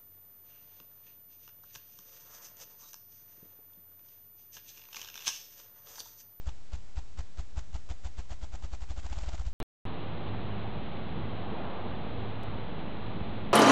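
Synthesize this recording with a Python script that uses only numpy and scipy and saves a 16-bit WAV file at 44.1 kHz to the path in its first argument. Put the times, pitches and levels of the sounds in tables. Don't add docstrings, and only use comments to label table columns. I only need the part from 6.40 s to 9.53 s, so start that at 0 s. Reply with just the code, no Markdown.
import sys
import numpy as np
from scipy import signal
from scipy.fft import rfft, irfft
from scipy.io import wavfile

SR = 44100
rng = np.random.default_rng(int(sys.argv[2]) if len(sys.argv) > 2 else 0)


def wav_record(signal):
    frames = np.transpose(np.atleast_2d(signal))
    bounded = np.clip(frames, -1, 1)
    quanta = np.round(bounded * 32767).astype(np.int16)
    wavfile.write(sys.argv[1], SR, quanta)


N = 138033
TIME = np.arange(N) / SR


def amp(db):
    return 10 ** (np.asarray(db) / 20)


def unit(x):
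    return x / np.sqrt(np.mean(x ** 2) + 1e-20)


def noise():
    return rng.standard_normal(N)


def read(points, hz):
    table_hz, value = np.transpose(points)
    return np.interp(np.log(hz + 1), np.log(table_hz + 1), value)


def colour(x, spectrum):
    hz = np.fft.rfftfreq(2 * N, 1 / SR)
    return irfft(rfft(x, 2 * N) * amp(read(spectrum, hz)))[:N]


def wander(seconds):
    hz = np.fft.rfftfreq(N, 1 / SR)
    low_pass = np.exp(-(2 * hz * seconds) ** 2)
    return unit(irfft(rfft(noise()) * low_pass, N))


def swell(centre, rise, fall):
    t = TIME - centre
    return np.exp(-.5 * (t / np.where(t < 0, rise, fall)) ** 2)


def swells(times, dbs, rise, fall):
    levels = np.broadcast_to(dbs, len(times))
    return sum(amp(db) * swell(s, rise, fall) for s, db in zip(times, levels))


# (frequency [Hz], relative level [dB])
RUMBLE = [(15, -3), (32, -0.5), (58, -5), (85, -7), (120, -13.5), (200, -20.5), (400, -41.5), (1000, -68.5)]
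HISS = [(60, 6), (200, 10.5), (400, 6.5), (750, 5), (1300, 0.5), (2500, -1.5), (5000, -3), (7400, -4.5),
        (8500, -9)]
RUMBLE_DB, HISS_DB = -54.5, -61
RUMBLE_SWELL_DB = 2.0


def background():
    lumps = amp(RUMBLE_SWELL_DB * wander(.12))
    rumble = unit(colour(noise(), RUMBLE) * lumps)
    hiss = unit(colour(noise(), HISS))
    return amp(RUMBLE_DB) * rumble + amp(HISS_DB) * hiss


# (time [s], thump level [dB], thump pitch [Hz],
# swish level [dB], buffet level [dB], flick level [dB])
BEATS = [(0.0797, -23.4, 58, -53.5, -51, -54.5), (0.342, -24.9, 57, -54, -62, -50.5),
         (0.5807, -24, 56.2, -53.5, -48.5, -58), (0.797, -24.6, 58.7, -52, -60.5, -55),
         (0.9962, -24.5, 57.7, -52, -55.5, -57), (1.1807, -23.5, 56.6, -51.5, -55.5, -51),
         (1.3519, -25, 56, -52, -50, -55.5), (1.5113, -26, 54.7, -51.5, -51.5, -56.5),
         (1.6589, -26, 59, -53.2, -57, -51), (1.7936, -27, 56, -52, -53.9, -55),
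         (1.9175, -28, 53, -55, -48, -53), (2.0355, -27, 53, -54, -58, -55.5),
         (2.1435, -27.5, 54.4, -55, -54.5, -54.5), (2.2459, -26, 54.7, -54, -55.5, -60),
         (2.339, -26.4, 54.3, -54.5, -56.5, -53.5), (2.4288, -28, 54.5, -54.7, -55.5, -54.5),
         (2.5098, -26, 55.3, -54, -53.5, -58), (2.5857, -27, 55, -54, -53.5, -50.5),
         (2.6553, -27.5, 56.7, -55, -47.5, -50), (2.7197, -26.5, 55, -55, -47, -49.5),
         (2.7777, -25, 53.5, -56, -44.5, -49), (2.8315, -26.5, 48, -53.5, -46, -54.5),
         (2.8811, -25, 51.5, -53.5, -45.5, -53), (2.9398, -25, 54, -54, -48.5, -51),
         (3.0049, -23.5, 54.7, -55.5, -52, -55.7), (3.074, -23, 53.4, -55.5, -57, -56)]
# (frequency [Hz], gain [dB])
SWISH = [(100, 17.5), (180, 17.5), (240, 11), (310, 15.5), (430, 7), (620, 16), (850, 15.5), (1080, 11.5),
         (1350, 13.5), (1850, 6), (3300, 6), (5200, 2), (7200, 3), (8500, -6.5)]
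BUFFET = [(90, 15.5), (180, 24), (240, 16), (310, 22.5), (430, 4), (650, 22.5), (850, 15), (1100, 6.5),
          (1800, -1), (4000, -1.5), (8000, -8.5)]
FLICK = [(100, 1.5), (300, 11), (430, 8), (650, 11.5), (850, 19), (1100, 8), (1850, 3.5), (3300, 3),
         (5200, -1), (7200, 3), (8500, -5)]
WHIR_LEAD_S, WHIR_WIDTH_S = 0.023, .014
LIFT_LEAD_S, LIFT_RISE_S, LIFT_FALL_S = 0.02, 0.0028, 0.0032
SWISH_LEAD_S, SWISH_RISE_S, SWISH_FALL_S = 0.0074, 0.0051, .012
BUFFET_LAG_S, BUFFET_WIDTH_S = 0.0065, 0.0026
FLICK_LAG_S, FLICK_WIDTH_S = 0.012, 0.0039
LIFT_DB = -59
WHIR_DB, WHIR_PER_S, WHIR_DB_PER_DOUBLING = -57, 20.2, 20
SWISH_GRAIN_DB, BUFFET_GRAIN_DB, FLICK_GRAIN_DB, GRAIN_S = 3.0, 2.35, 3.5, .0009


def rustle(envelope, spectrum, grain_db):
    grain_level = amp(grain_db * np.clip(wander(GRAIN_S), -2, 2))
    grains = unit(grain_level * noise())
    return colour(envelope * grains, spectrum)


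def feathers():
    times, _, _, swish_db, buffet_db, flick_db = np.transpose(BEATS)
    beats_per_s = 1 / np.gradient(times)
    whir_db = WHIR_DB + WHIR_DB_PER_DOUBLING * np.log2(beats_per_s / WHIR_PER_S)
    whir = swells(times - WHIR_LEAD_S, whir_db, WHIR_WIDTH_S, WHIR_WIDTH_S)
    lift = swells(times - LIFT_LEAD_S, LIFT_DB, LIFT_RISE_S, LIFT_FALL_S)
    swish = swells(times - SWISH_LEAD_S, swish_db, SWISH_RISE_S, SWISH_FALL_S)
    buffet = swells(times + BUFFET_LAG_S, buffet_db, BUFFET_WIDTH_S, BUFFET_WIDTH_S)
    flick = swells(times + FLICK_LAG_S, flick_db, FLICK_WIDTH_S, FLICK_WIDTH_S)
    stroke = np.sqrt(whir ** 2 + lift ** 2 + swish ** 2)
    return (rustle(stroke, SWISH, SWISH_GRAIN_DB)
            + rustle(buffet, BUFFET, BUFFET_GRAIN_DB)
            + rustle(flick, FLICK, FLICK_GRAIN_DB))


# (level [dB], time to fall 60 dB [s])
SCATTERS = [(-10, 0.097), (-13, 0.32)]
# (frequency [Hz], gain [dB])
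SCATTER_TONE = [(100, 12), (300, 10.5), (430, 6), (720, 12.5), (1300, 5.5), (2200, 6.5), (5000, 1),
                (7200, 3), (8500, -10.5)]


def scatter(x):
    trail = np.zeros(N)
    for db, t60 in SCATTERS:
        unit_area = np.log(10 ** 6) / (t60 * SR)
        trail += amp(2 * db) * unit_area * amp(-120 * TIME / t60)
    power = np.abs(signal.fftconvolve(x ** 2, trail)[:N])
    return colour(np.sqrt(power) * noise(), SCATTER_TONE)


THUMP_RISE_S, THUMP_FALL_S, THUMP_LEAD_S = 0.0047, 0.0061, .0014
THUMP_GLIDE_PER_S = 2.6
OVERTONE_DB = -27.5


def thump(s, db, hz):
    t = np.clip(TIME - s, -.1, .1)
    turn = 2 * np.pi * hz * t * (1 + THUMP_GLIDE_PER_S * t)
    u = t + THUMP_LEAD_S
    push = 2 / (np.exp(-u / THUMP_RISE_S) + np.exp(u / THUMP_FALL_S))
    return amp(db) * push * (np.sin(turn) + amp(OVERTONE_DB) * np.sin(2 * turn))


# (frequency [Hz], gain [dB])
THUMP = [(25, 1.5), (45, -1.3), (62, -0.5), (82, 0.5), (104, -8.5), (132, 3), (165, 8), (220, 5)]
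# (delay [s], level [dB])
ECHOES = [(0.034, -17.5), (0.0473, -18.5)]


def thumps():
    direct = colour(sum(thump(s, db, hz) for s, db, hz, *_ in BEATS), THUMP)
    echoes = sum(amp(db) * np.interp(TIME - delay, TIME, direct, left=0) for delay, db in ECHOES)
    return direct + echoes


# (frequency [Hz], gain [dB])
FOREST_DB = [(30, -15), (65, -14.5), (100, -13), (160, -11.5), (300, -15)]
FOREST_T60_S, FOREST_RISE_S = 0.5, 0.016


def forest(x):
    build_up = np.minimum(TIME / FOREST_RISE_S, 1)
    decay = np.exp(-np.log(1000) * TIME / FOREST_T60_S)
    tail = noise() * build_up * decay
    boom = signal.fftconvolve(x, tail / np.linalg.norm(tail))[:N]
    return colour(boom, FOREST_DB)


# (time [s], nominal peak level [dB], centre frequency [Hz])
SNAPS = [(0.092, -38.5, 3350), (1.1921, -41, 4950), (1.3652, -43, 5500), (2.7354, -49, 2290),
         (2.7882, -41, 4200), (2.8915, -41, 3700), (2.9508, -45, 6000), (2.9792, -42, 2500)]
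SNAP_S, SNAP_SPREAD_OCTAVES = 0.00068, 0.44


def snaps():
    octaves = np.log2(np.fft.rfftfreq(N, 1 / SR) + 1)
    out = np.zeros(N)
    for s, db, hz in SNAPS:
        band = np.exp(-.5 * ((octaves - np.log2(hz)) / SNAP_SPREAD_OCTAVES) ** 2)
        tick = unit(irfft(rfft(noise()) * band, N))
        out += amp(db) / 2 * swell(s, SNAP_S / 2, SNAP_S) * tick
    return out


def scene():
    air = thumps()
    wings = feathers() + snaps()
    return (air + forest(air) + wings + scatter(wings) + background())[None]


OFFSET = -.0247
EDGE_HZ = 8330


def record(dry):
    low_pass = signal.firwin(141, EDGE_HZ, window=("kaiser", 8), fs=SR)
    return OFFSET + signal.oaconvolve(dry, low_pass[None], "same")


dry = scene()
out = record(dry)
wav_record(out)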